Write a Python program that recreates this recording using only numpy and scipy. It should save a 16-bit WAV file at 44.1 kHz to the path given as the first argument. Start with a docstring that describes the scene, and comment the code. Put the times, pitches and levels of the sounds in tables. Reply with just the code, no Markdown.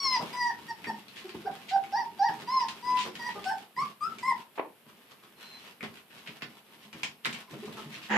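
"""Plywood pen in a small room: puppies whine and grunt, paws thump the boards, claws click and scratch. Whines
are gliding partials, grunts a fundamental with two overtones plus puffed noise, a grown dog's whistle a
jittered sine. Paws ring decaying board modes; claws, scuffs, brushes, shuffles and the dog's snort are shaped
noise. At the end a board scrapes harshly: stick-slip noise through resonances. A faint hiss lies underneath."""
import sys
import numpy as np
from scipy import signal
from scipy.fft import rfft, irfft, next_fast_len
from scipy.io import wavfile
from scipy.ndimage import map_coordinates

SR = 44100
rng = np.random.default_rng(int(sys.argv[2]) if len(sys.argv) > 2 else 0)


def waveform_to_disk(signal):
    """Save audio, clipped to [-1, 1], as 16-bit WAV at the path in sys.argv[1]."""
    frames = np.transpose(np.atleast_2d(signal))
    scaled = np.clip(frames, -1, 1) * 32767
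    samples = np.round(scaled).astype(np.int16)
    wavfile.write(sys.argv[1], SR, samples)


N = 360297  # samples

# puppy whines: start_s, length_s, start_pitch_hz, held_pitch_hz, end_pitch_hz, hold_place_0_1,
# linger_exponent, fundamental_gain_db, peak_place_0_1, swell_db, fade_db, octave_gain_db, octave_swell_db,
# nasal_ring_gain_db, shrillness_db, roughness_0_1, left_minus_right_db
WHINES = [ (0.0, 0.17, 1118, 1037, 980, 0.6, 3.04, -27, 0.89, 11.4, 0.78, -38, 15, -28, -3.5, 0.048, 1),
          (0.33, 0.18, 989.7, 960, 954, 0.65, 5.6, -26.5, 0.77, 12.7, 4.3, -34, 15.5, -40.5, 3.5, 0.13, -1.5),
          (0.68, 0.039, 938, 935, 926, 0.44, 1.8, -31, 0.83, 14, 1, -36.5, -15, -46.5, 6, 0.32, -2),
          (0.868, 0.038, 923, 934, 930.4, 0.38, 2, -28, 0.96, 21, 1, -36, -16, -46, 9.5, 0.08, 1),
          (1.455, 0.031, 730, 808, 740, 0.63, 1.7, -23.5, 0.82, 23, 2, -45, -7, -58.5, -5, 0.53, -3),
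          (1.709, 0.059, 743, 805.5, 800, 0.65, 2.1, -20.5, 0.98, 4.3, 3.3, -41.5, 9, -50.5, -15, 0.26, -4.5),
          (1.923, 0.11, 769, 961.5, 886, 0.57, 2.07, -25, 0.13, 7.7, 6.4, -38, 6.5, -44.5, -15, 0.24, -2.5),
          (2.19, 0.11, 783.5, 959, 835, 0.65, 4.73, -23, 0.083, 4.2, 1.3, -38, 11, -42, -26, 0.054, -2),
          (2.472, 0.18, 945, 1058, 881, 0.38, 1.24, -22, 0.55, 13, 14, -45, 0, -39.5, -4, 0.02, -1.5),
          (2.824, 0.177, 972, 1001, 1008, 0.39, 1.6, -24.5, 0.4, 13.5, 5.3, -44.5, 6, -46.5, 6, 0.11, 4),
          (3.192, 0.0485, 972, 945, 970, 0.5, 1.6, -38, 0.18, 2, 17, -39, 6, -49, 2, 0.2, -5),
          (3.243, 0.052, 963, 972, 922, 0.55, 2, -32.5, 0.36, 6, 8.1, -36.5, 9, -46.5, 6, 0.25, -7.5),
          (3.449, 0.058, 755.4, 771.4, 815, 0.77, 3.4, -30.5, 0.4, 6.2, 1.6, -35.5, 22, -46.5, 12.5, 0.13, 5.5),
          (3.499, 0.041, 828, 890, 786, 0.41, 2, -29, 0.49, 4.9, 5.8, -44.5, -2, -51, 16, 0.26, -6),
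          (3.764, 0.077, 960, 1167, 1180, 0.98, 1.3, -26.5, 0.78, 7, 8.8, -43, -19, -46.5, 10, 0.34, -0.5),
          (4.006, 0.073, 1196, 1348, 1356, 0.97, 2.93, -28.5, 0.41, 6, 6.2, -56.5, -6, -50.5, 15.5, 0.19, 5.5),
          (4.227, 0.1, 991, 1058, 947, 0.53, 3.1, -23.5, 0.92, 6.7, 1.4, -33, 2, -46, 16.5, 0.16, 3),
          (7.474, 0.025, 1160, 1020, 960, 0.6, 1.5, -52, 0.5, 4, 3, -66, -1, -71, 0, 0.3, 0)]
# muzzle colour on the upper partials: frequency_hz, relative_level_db
MUZZLE = [(2300, -12.5), (3200, -14.5), (3900, -13), (4200, 4.5), (4650, 6), (5250, 12), (5900, -3.5),
          (6800, -19.5), (8600, -16), (10500, -28.5), (12200, -23.5), (14000, -61.5)]
# pen standing waves: centre_hz, width_hz, level_db
PEN_WAVES = [(786, 12, 3), (925, 16, -1), (1046, 14, -5)]
# shuffling bouts: start_s, length_s, relative_tread_db, relative_rub_db
SHUFFLES = [(0.0, 0.39, -55, -52.5), (0.355, 0.4, -58.5, -64.5), (0.753, 0.27, -58.5, -66.5),
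            (1.112, 0.69, -69, -64), (1.728, 0.52, -62, -73.5), (2.255, 0.55, -62, -61.5),
            (2.821, 0.3, -55, -57), (3.126, 0.54, -59.5, -60), (3.74, 0.2, -57, -55),
            (3.994, 0.45, -55.5, -57), (4.863, 0.51, -73.5, -71.5), (5.348, 0.4, -65, -59.5),
            (5.83, 0.2, -66, -62.5), (6.086, 0.31, -65, -61.5), (6.443, 0.17, -67, -64),
            (6.651, 0.25, -68, -65.5), (6.946, 0.18, -58.5, -57.5), (7.224, 0.22, -62, -53),
            (7.477, 0.41, -52, -54), (7.861, 0.27, -64, -55.5)]
# litter stirring between bouts: time_s, relative_level_db
STIRRING = [(0.0, -62), (3.5, -58), (3.7, -75.5), (8.17, -72)]
# claws dragged over plywood: start_s, length_s, level_db
SCRATCHES = [(0.112, 0.07, -42), (1.153, 0.058, -44), (1.679, 0.034, -35), (2.59, 0.031, -39),
             (2.68, 0.032, -43), (2.97, 0.075, -34), (3.29, 0.037, -41.5), (5.39, 0.3, -57.5),
             (6.158, 0.059, -53), (6.81, 0.043, -52), (7.332, 0.041, -53), (7.765, 0.042, -54),
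             (7.905, 0.066, -44.5), (8.014, 0.067, -47.5)]
# paws on the boards: start_s, gain_db, relative_scuff_db
PAWS = [(0.199, -38.5, 12), (0.224, -33, -1.5), (0.868, -33, -1), (1.346, -32.5, -16), (1.496, -39, 1),
        (2.29, -35, 0), (2.415, -36.5, -12), (3.058, -38, 7.5), (3.774, -37, -9), (3.819, -40.5, -20),
        (4.071, -39.5, -18), (4.862, -46, -18), (5.827, -30, -6), (6.282, -38, -12), (6.423, -35.5, -9),
        (6.844, -42.5, -15), (6.94, -38.5, -11), (7.041, -51, -16), (7.269, -32.5, -8), (7.329, -41, -16),
        (7.528, -32.5, -5.5), (7.553, -46, -18), (7.629, -40, -29), (7.675, -34, -4), (7.856, -35.5, -25),
        (7.956, -39, -22), (8.025, -48, -24)]
# board modes: nominal_frequency_hz, relative_level_db, t60_s
BOARDS = [(86.4, -49.5, 0.13), (135.6, -5, 0.13), (167, 1.5, 0.085), (216.2, -1, 0.21), (234.4, -1, 0.15),
          (315.6, -8, 0.22), (413.4, -4, 0.11), (565, -17, 0.11), (718, -16, 0.033), (986, 0.5, 0.023)]
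# claw clicks: start_s, gain_db, relative_woody_body_db, relative_tick_db, relative_crack_db
CLAWS = [(0.842, -39, -1, -16, -8), (1.083, -46.5, -16, -7, 10), (1.293, -40, -23, -12, 6.5),
         (1.514, -45, -28, -12, 1), (1.8376, -41, 1, -12, -7), (2.6852, -32.5, -22, -7, 7.5),
         (2.9721, -27.5, -18, -25, 0), (3.1537, -37.5, -20, -7, 7), (3.4416, -32, -20, -10, -1),
         (4.1845, -38, -13, -7, -3), (5.656, -49.5, 0, -24, -4), (5.8072, -45, 5, -22, -4),
         (5.828, -37, -3, -15, -16), (5.838, -35.5, -3.5, -14, -2), (5.9716, -43, -10, -13, 0),
         (6.104, -53, 2, -20, -4), (6.263, -40, -8, -20, -6), (6.274, -32.5, -14, -20, -14),
         (6.4096, -48.5, 5, -25, -7), (6.4213, -30.5, -4.5, -16, 1.5), (6.929, -37.5, -5, -12, -8),
         (7.006, -50, -1, -14, -4), (7.0324, -23.5, -13, -10.5, -6.5), (7.2485, -27, -8, -24, 10),
         (7.2541, -30.5, 7, -3, -6.5), (7.3279, -34, -15, -4, 1), (7.345, -36.5, -8, -18, 0),
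         (7.5107, -52, 1, 3, -6), (7.654, -44, -6, -2, 1), (7.977, -47, 1, -11, 0),
         (8.017, -44, -5, -12, -3)]
# closed-mouth grunts: start_s, length_s, mean_pitch_hz, relative_level_db, overtone_step_db, hoarseness_0_1
GRUNTS = [(1.241, 0.03, 378, -42, -15, 0.01), (1.34, 0.021, 330, -38.5, -28, 0.14),
          (1.444, 0.028, 417, -40.5, -17, 0.1), (3.347, 0.056, 408, -43, -2.5, 0.27),
          (7.623, 0.026, 394, -39.5, -19, 0), (7.767, 0.048, 433, -49, 3, 0.04)]
# flank or paw brushing the mat: start_s, length_s, level_db
BRUSHES = [(2.365, 0.082, -44.5), (3.04, 0.035, -41), (3.338, 0.05, -48.5), (4.869, 0.051, -53.5),
           (5.079, 0.078, -52), (5.22, 0.046, -51.5), (6.154, 0.049, -54), (7.754, 0.062, -42.5)]
# grown dog's whistle: time_s, pitch_hz, level_db
WHISTLE = [(5.356, 4190, -71), (5.41, 4150, -65), (5.43, 4080, -58), (5.47, 4100, -54), (5.502, 4163, -54),
           (5.55, 4086, -50.5), (5.58, 4072, -52), (5.605, 4100, -66)]
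# scraping board resonances: centre_hz, width_hz, relative_level_db
SCRAPE_BODY = [(390, 180, -18), (905, 97, -10.5), (1240, 470, -20.5), (1640, 185, -10), (1884, 180, -10),
               (2780, 700, -23.5), (6800, 540, -35.5)]
# noise colours, each: frequency_hz, relative_level_db_per_hz
# tread and rub of the feet
TREAD_COLOUR = [(18, -72), (30, -66), (64, -17.5), (156, -5), (211, 2), (261, -3), (339, -6), (402, -3),
                (459, -10), (552, -19), (700, -17.5), (910, -50), (1540, -120)]
RUB_COLOUR = [(290, -45), (500, -10), (689, -12), (886, -7.5), (1150, -6.5), (1240, -8.5), (1310, -10),
              (3060, -7.5), (4920, -16), (6500, -22), (14000, -23)]
# steady hiss
HISS_COLOUR = [(15, -20), (25, -4), (54, -18), (231, 6), (286, -3), (414, 2), (684, -3.5), (991, -5.5),
               (1600, -6), (2860, -5.5), (6330, -19.5), (11600, -9), (14000, -9)]
# dragged claw
SCRATCH_COLOUR = [(200, -14), (900, -29), (1800, 0), (2900, 4.5), (4200, -2), (6000, -9.5), (9000, -17),
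                  (14000, -39)]
# paw scuff
SCUFF_COLOUR = [(40, -57), (150, -23), (350, 7.5), (600, 3.5), (1100, 3), (1600, -9), (4000, -75)]
# claw strike: woody body, click, crack, tick
CLAW_BODY = [(50, -57), (220, -1), (600, -15.5), (1100, -9.5), (1600, -4), (2400, 0.5), (4000, -29)]
CLAW_CLICK = [(100, -62), (900, -10), (1800, -4), (2700, 3), (4000, -9.5), (5200, -12.5), (6500, -28),
              (10000, -47)]
CLAW_CRACK = [(60, -62), (500, -43), (1500, -38), (3000, 7), (4200, 6.5), (5200, -3.5), (8000, -50),
              (14000, -53)]
CLAW_TICK = [(300, -64), (3500, 4), (6000, 4), (8300, 3), (11000, -7.5), (14000, -19)]
# air in a grunt
GRUNT_AIR = [(90, -34), (200, -6), (400, 4.5), (650, -2), (950, -6), (1200, -7), (1600, -26), (4000, -52)]
# brushed fibres
BRUSH_COLOUR = [(40, -66), (120, -5), (220, -24.5), (420, -1), (650, -15), (1100, -2), (1500, -9),
                (3200, -9), (6000, -19.5), (14000, -30)]
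# snorted air
SNORT_AIR = [(59, -88), (100, -54), (254, -11), (791, -8.5), (859, -3), (1150, -10), (1350, -20),
             (2410, -18.5), (4400, -42), (6790, -59), (7220, -71), (12900, -61), (14000, -65)]
# stereo likeness of noise: frequency_hz, left_right_likeness_0_1
ALIKE = [(60, 0.48), (150, 0.91), (370, 0.8), (910, 0.7), (2250, 0.18), (5560, 0.13), (13800, 0.068)]
# room decay: frequency_hz, t60_s
ROOM = [(150, 0.39), (900, 0.27), (2500, 0.18), (5500, 0.23), (12000, 0.081)]

SNORT_S, SCRAPE_S = 4.575, 8.093


def amp(db):
    """Decibels to gain."""
    return 10 ** (np.asarray(db) / 20)


def unit(x):
    """Scale to rms 1."""
    return x / np.sqrt(np.mean(x ** 2) + 1e-20)


def along(points, hz):
    """(Hz, value) points read on a log axis."""
    f, v = np.transpose(points)
    return np.interp(np.log(hz + 1), np.log(f + 1), v)


def curves(rows, t):
    """Each column after the time, read at the times t."""
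    s, *cols = np.transpose(rows)
    return [np.interp(t, s, c) for c in cols]


def seconds(length_s):
    """Sample times from zero."""
    return np.arange(0, length_s, 1 / SR)


def gate(t, edge_s):
    """Soft opening and closing."""
    to_edge_s = np.minimum(t - t[0], t[-1] - t)
    return np.sin(np.pi / 2 * np.clip(to_edge_s / edge_s, 0, 1)) ** 2


def wobble(n, rate_hz):
    """A smooth random curve, rate_hz knots a second."""
    knots = rng.standard_normal(int(n * rate_hz / SR) + 4)
    return map_coordinates(knots, [np.arange(n) * rate_hz / SR])


def add(track, s, x):
    """Mix x into the track at time s."""
    i = max(0, round(s * SR))
    track[..., i:i + x.shape[-1]] += x[..., :max(0, N - i)]


def filtered(x, response):
    """x times a response of frequency."""
    n = x.shape[-1]
    m = next_fast_len(n + SR // 8)
    return irfft(rfft(x, m) * response(np.fft.rfftfreq(m, 1 / SR)), m)[..., :n]


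def resonance(f, centre_hz, width_hz, db):
    """Response of one damped mode, peaking at db."""
    damping = 1j * f * width_hz
    return amp(db) * damping / (centre_hz * centre_hz - f * f + damping)


def noise(colour, n):
    """Coloured stereo noise of rms 1, its left-right likeness set by ALIKE."""
    def mid_side(hz):
        turn = np.arccos(np.clip(along(ALIKE, hz), -1, 1)) / 2
        return amp(along(colour, hz)) * [np.cos(turn), np.sin(turn)]

    mid, side = filtered(rng.standard_normal((2, n)), mid_side)
    return unit(np.array([mid + side, mid - side]))


def panned(lean_db):
    """Left and right gains lean_db apart."""
    return amp(np.array([lean_db, -lean_db]).reshape(2, -1) / 2)


def in_room(x, wet_db, first_wall_s=.004):
    """Direct sound plus a fresh decaying tail from pen walls and room; total energy is kept."""
    hz, t, z = signal.stft(noise([(1, 0)], SR // 2), SR, nperseg=256)
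    decay = amp(-60 * t / along(ROOM, hz)[:, None])
    tail = signal.istft(z * decay, SR, nperseg=256)[1]
    tail = tail * (np.arange(tail.shape[1]) / SR > first_wall_s)
    response = amp(wet_db) * tail / np.linalg.norm(tail[0])
    response[:, 0] = 1  # direct sound
    heard = signal.fftconvolve(np.atleast_2d(x), response, axes=1)
    return heard * np.linalg.norm(x, axis=-1, keepdims=True) / np.linalg.norm(heard, axis=1, keepdims=True)


def in_pen(x):
    """Whines set the pen's standing waves ringing; these beat against the voice when the pitch moves on."""
    waves = lambda f: 1 + sum(resonance(f, *wave) for wave in PEN_WAVES)
    rung = filtered(np.pad(x, (0, SR // 4)), waves)
    return rung * np.linalg.norm(x) / np.linalg.norm(rung)


def whine_pitch(t, length, start_hz, held_hz, end_hz, hold_at, linger):
    """Fold pitch slides to a held note, then to its end; a falling whine slackens at the last."""
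    fall_shape, slack_share, slack_s = 1.9, 0.088, 0.0076
    u, hold_at = t / length, np.clip(hold_at, .02, .98)
    rise = np.sin(np.pi / 2 * np.minimum(u / hold_at, 1)) ** linger
    fall = np.maximum((u - hold_at) / (1 - hold_at), 0) ** fall_shape
    hz = start_hz + (held_hz - start_hz) * rise + (end_hz - held_hz) * fall
    slack = slack_share * (end_hz < held_hz) * np.exp((t - length) / slack_s)
    return hz * (1 - slack)


def whines(jitter=0.041, shimmer_db=6, edge_s=0.0033, attack_s=0.007, shrill_hz=6500, ring_lean_db=4.0):
    """Tight vocal folds give a strong fundamental, its octave and upper partials ringing in the muzzle."""
    end_rough = 0.12  # roughness gained as the air runs out
    octave_open_db, ring_open_db = 5.5, 8  # what the opening mouth adds
    low_waver_db, low_waver_hz, waver_db, waver_hz = 2.2, 55, 3, 48.5  # fundamental, then other partials
    out, k = np.zeros((2, N)), np.arange(1, 18)[:, None]
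    for (s, length, start_hz, held_hz, end_hz, hold_at, linger, low_db, peak_at, swell_db, fade_db,
         octave_db, octave_swell_db, ring_db, shrill_db, rough, lean_db) in WHINES:
        t = seconds(length)
        n, u = len(t), t / length
        hz = whine_pitch(t, length, start_hz, held_hz, end_hz, hold_at, linger)
        shut = 1 - np.sin(np.pi * u)
        effort_db = np.interp(u, [0, np.clip(peak_at, 0, 1), 1], [-swell_db, 0, -fade_db])
        effort = amp(effort_db) * (1 - np.exp(-t / attack_s))
        # hoarse folds waver in pitch and strength
        rough = rough + end_rough * u ** 6
        hz = hz * (1 + jitter * rough * wobble(n, 257.0))
        push = gate(t, edge_s) * amp(shimmer_db * rough * wobble(n, 296.3))
        # each partial wavers on its own
        waver = np.array([unit(amp(waver_db * wobble(n, waver_hz))) for _ in k])
        waver[0] = unit(amp(low_waver_db * wobble(n, low_waver_hz)))
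        partials = np.sqrt(2) * push * waver * np.sin(2 * np.pi * k * np.cumsum(hz) / SR)
        # shrillness shifts the partials above shrill_hz
        muzzle = amp(along(MUZZLE, k * hz) + shrill_db * (k * hz > shrill_hz)) * (k > 2)
        upper = (muzzle * partials).sum(0) / np.linalg.norm(muzzle, axis=0)
        low = amp(low_db) * in_pen(effort * partials[0]) * panned(lean_db)
        octave = amp(octave_db + octave_swell_db * (u - .5) - octave_open_db * shut) * partials[1]
        ring = amp(ring_db - ring_open_db * shut) * upper * panned(ring_lean_db)
        add(out, s, in_room(low, wet_db=-5))
        add(out, s, in_room(octave, wet_db=-3.0))
        # high partials beam forward and reach fewer walls
        add(out, s, in_room(ring, wet_db=-6))
    return out


def shuffle(tread_db=-1, rub_db=4.5, grain_db=4, clump_db=2, step_db=0.5, edge_s=0.04):
    """Many small feet: dull tread and grainy rub on the mat, in bouts of wavering level."""
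    levels = amp(curves(STIRRING, np.arange(N) / SR)[0]) * np.ones((2, 1))
    for s, length, *dbs in SHUFFLES:
        add(levels, s, amp(dbs)[:, None] * gate(seconds(length), edge_s))
    tread, rub = levels * amp(step_db * wobble(N, 13))
    grains = unit(amp(grain_db * wobble(N, 350) + clump_db * wobble(N, 40)))
    rubbing = in_room(amp(rub_db) * rub * grains * noise(RUB_COLOUR, N), wet_db=-3.0)[:, :N]
    return rubbing + amp(tread_db) * tread * noise(TREAD_COLOUR, N)


def hiss(level_db=-60):
    """Steady coloured noise."""
    return amp(level_db) * noise(HISS_COLOUR, N)


def scratches(grain_db=5, edge_s=0.017):
    """A dragged claw catches on the wood's grain in many tiny jerks."""
    out = np.zeros((2, N))
    for s, length, db in SCRATCHES:
        t = seconds(length)
        jerks = unit(amp(grain_db * wobble(len(t), 507.0))) * noise(SCRATCH_COLOUR, len(t))
        add(out, s, in_room(amp(db) * gate(t, edge_s) * jerks, wet_db=2))
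    return out


def paws(modes_db=-6, attack_s=0.004, scatter_db=2, detune_share=0.016, scuff_db=-1, scuff_t60_s=0.11):
    """Soft pads scuff the mat and ring the boards' decaying modes, at new strengths for each step."""
    out, t = np.zeros((2, N)), np.arange(SR // 3) / SR
    hz, mode_db, t60_s = np.transpose(BOARDS)[:, :, None]
    for s, db, own_scuff_db in PAWS:
        strength, detune, phase = rng.standard_normal((3, len(hz), 1))
        ringing = np.sin(2 * np.pi * (hz * (1 + detune_share * detune) * t + phase))
        modes = amp(mode_db + scatter_db * strength - 60 * t / t60_s) * ringing
        scuff = amp(own_scuff_db + scuff_db - 60 * t / scuff_t60_s) * noise(SCUFF_COLOUR, len(t))
        step = amp(modes_db) * modes.sum(0) + scuff
        add(out, s, in_room(amp(db) * step * (1 - np.exp(-t / attack_s)), wet_db=-5.0))
    return out


def claws(body_db=3, crack_db=-1.0, crack_t60_s=0.0098, burst_t60_s=0.047, grain_db=3):
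    """A strike is a sharp crack plus a fast-dying, scratchy burst: woody body, click and bright tick."""
    out, t = np.zeros((2, N)), np.arange(SR // 5) / SR
    n = len(t)
    for s, db, own_body_db, tick_db, own_crack_db in CLAWS:
        burst = amp(own_body_db + body_db) * noise(CLAW_BODY, n)
        burst = burst + noise(CLAW_CLICK, n)
        burst = burst + amp(tick_db) * noise(CLAW_TICK, n)
        crack = amp(own_crack_db + crack_db - 60 * t / crack_t60_s) * noise(CLAW_CRACK, n)
        skid = amp(-60 * t / burst_t60_s) * unit(amp(grain_db * wobble(n, 430)))
        add(out, s, in_room(amp(db) * crack, wet_db=0.5))
        add(out, s, in_room(amp(db) * skid * burst, wet_db=-0.5))
    return out


def grunts(jitter=0.017, sag_share=0.029, level_db=4, edge_s=0.012):
    """Short sinking notes with the mouth shut; in the hoarse ones air puffs through once a cycle."""
    out = np.zeros((2, N))
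    for s, length, mean_hz, db, overtone_db, hoarse in GRUNTS:
        t, hoarse = seconds(length), np.clip(hoarse, 0, 1)
        hz = mean_hz * (1 + sag_share * (.5 - t / length) + jitter * wobble(len(t), 130))
        phase = 2 * np.pi * np.cumsum(hz) / SR
        note = unit(sum(amp(overtone_db * k) * np.sin((k + 1) * phase) for k in range(3)))
        puffs = unit((1 + np.sin(phase)) * noise(GRUNT_AIR, len(t)))
        voice = np.sqrt(1 - hoarse) * note + np.sqrt(hoarse) * puffs
        add(out, s, in_room(amp(db + level_db) * voice * gate(t, edge_s), wet_db=-5.5))
    return out


def brushes(grain_db=3):
    """Fibres rub past in soft grainy swishes that swell and fade."""
    out = np.zeros((2, N))
    for s, length, db in BRUSHES:
        t = seconds(length)
        fibres = unit(amp(grain_db * wobble(len(t), 333))) * noise(BRUSH_COLOUR, len(t))
        add(out, s, in_room(amp(db) * np.hanning(len(t)) * fibres, wet_db=-4.5))
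    return out


def snort(blast_db=-30, attack_s=0.0076, hold_s=0.019, t60_s=0.15, flutter_db=3):
    """A grown dog's nostrils leak a little, let go a fluttering blast, and the rest of the air trails out."""
    leak_db, leak_s, trail_db, trail_s = -54, 0.024, -53, 0.13
    out, t = np.zeros((2, N)), np.arange(SR // 5) / SR
    pressure = gate(t, attack_s) * amp(blast_db - 60 * np.maximum(t - hold_s, 0) / t60_s)
    trail = amp(trail_db) * np.clip((trail_s - t) / 0.025, 0, 1)
    flutter = unit(amp(flutter_db * wobble(len(t), 273.0)))
    blast = np.hypot(pressure, trail) * flutter * noise(SNORT_AIR, len(t))
    add(out, SNORT_S, in_room(blast, wet_db=-11))
    leak = gate(seconds(leak_s + attack_s), 0.0079)
    add(out, SNORT_S - leak_s, amp(leak_db) * leak * noise(RUB_COLOUR, len(leak)))
    return out


def whistle(jitter=0.0022, edge_s=0.0073):
    """A grown dog's thin whine through the nose: pitch dips and arches, level swells, then fades."""
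    out, t = np.zeros((2, N)), np.arange(WHISTLE[0][0], WHISTLE[-1][0], 1 / SR)
    hz, db = curves(WHISTLE, t)
    tone = np.sin(2 * np.pi * np.cumsum(hz * (1 + jitter * wobble(len(t), 294))) / SR)
    add(out, t[0], in_room(amp(db) * unit(tone) * gate(t, edge_s), wet_db=-13))
    return out


def scrape(slip_centre_hz=135, slip_decay_cycles=1.0, hum_hz=213, hum_db=-5, attack_s=0.019):
    """The board sticks and slips unevenly; slips kick its resonances while its lowest mode hums on."""
    first_db, last_db = -28, -23.0
    out, t = np.zeros((2, N)), seconds(N / SR - SCRAPE_S)
    slip_hz = slip_centre_hz * np.exp(0.28 * wobble(len(t), 120))
    cycle = np.cumsum(slip_hz) / SR % 1
    slips = np.exp(-cycle / slip_decay_cycles) * noise([(1, 0)], len(t))
    # neighbouring modes alternate in sign
    body = lambda f: sum((-1) ** k * resonance(f, *mode) for k, mode in enumerate(SCRAPE_BODY))
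    rasp = unit(filtered(slips, body))
    hum = amp(hum_db) * np.sin(2 * np.pi * hum_hz * t)
    push = amp(np.linspace(first_db, last_db, len(t))) * np.minimum(t / attack_s, 1)
    add(out, SCRAPE_S, push * hum)
    add(out, SCRAPE_S, in_room(push * rasp * panned(lean_db=-3.5), wet_db=-6))
    return out


def scene():
    """Voices, feet and the scraping board in the pen, over a faint steady hiss."""
    voices = whines() + grunts() + snort() + whistle()
    feet = shuffle() + scratches() + paws() + claws() + brushes()
    return voices + feet + scrape() + hiss()


def record(dry, low_cut_hz=62, top_hz=14050):
    """The deep bass is cut away, and the small microphone keeps nothing above its band limit."""
    high_pass = signal.butter(4, low_cut_hz, "highpass", fs=SR, output="sos")
    thin = signal.sosfilt(high_pass, dry)
    return filtered(thin, lambda hz: hz < top_hz)


dry = scene()
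out = record(dry)
waveform_to_disk(out)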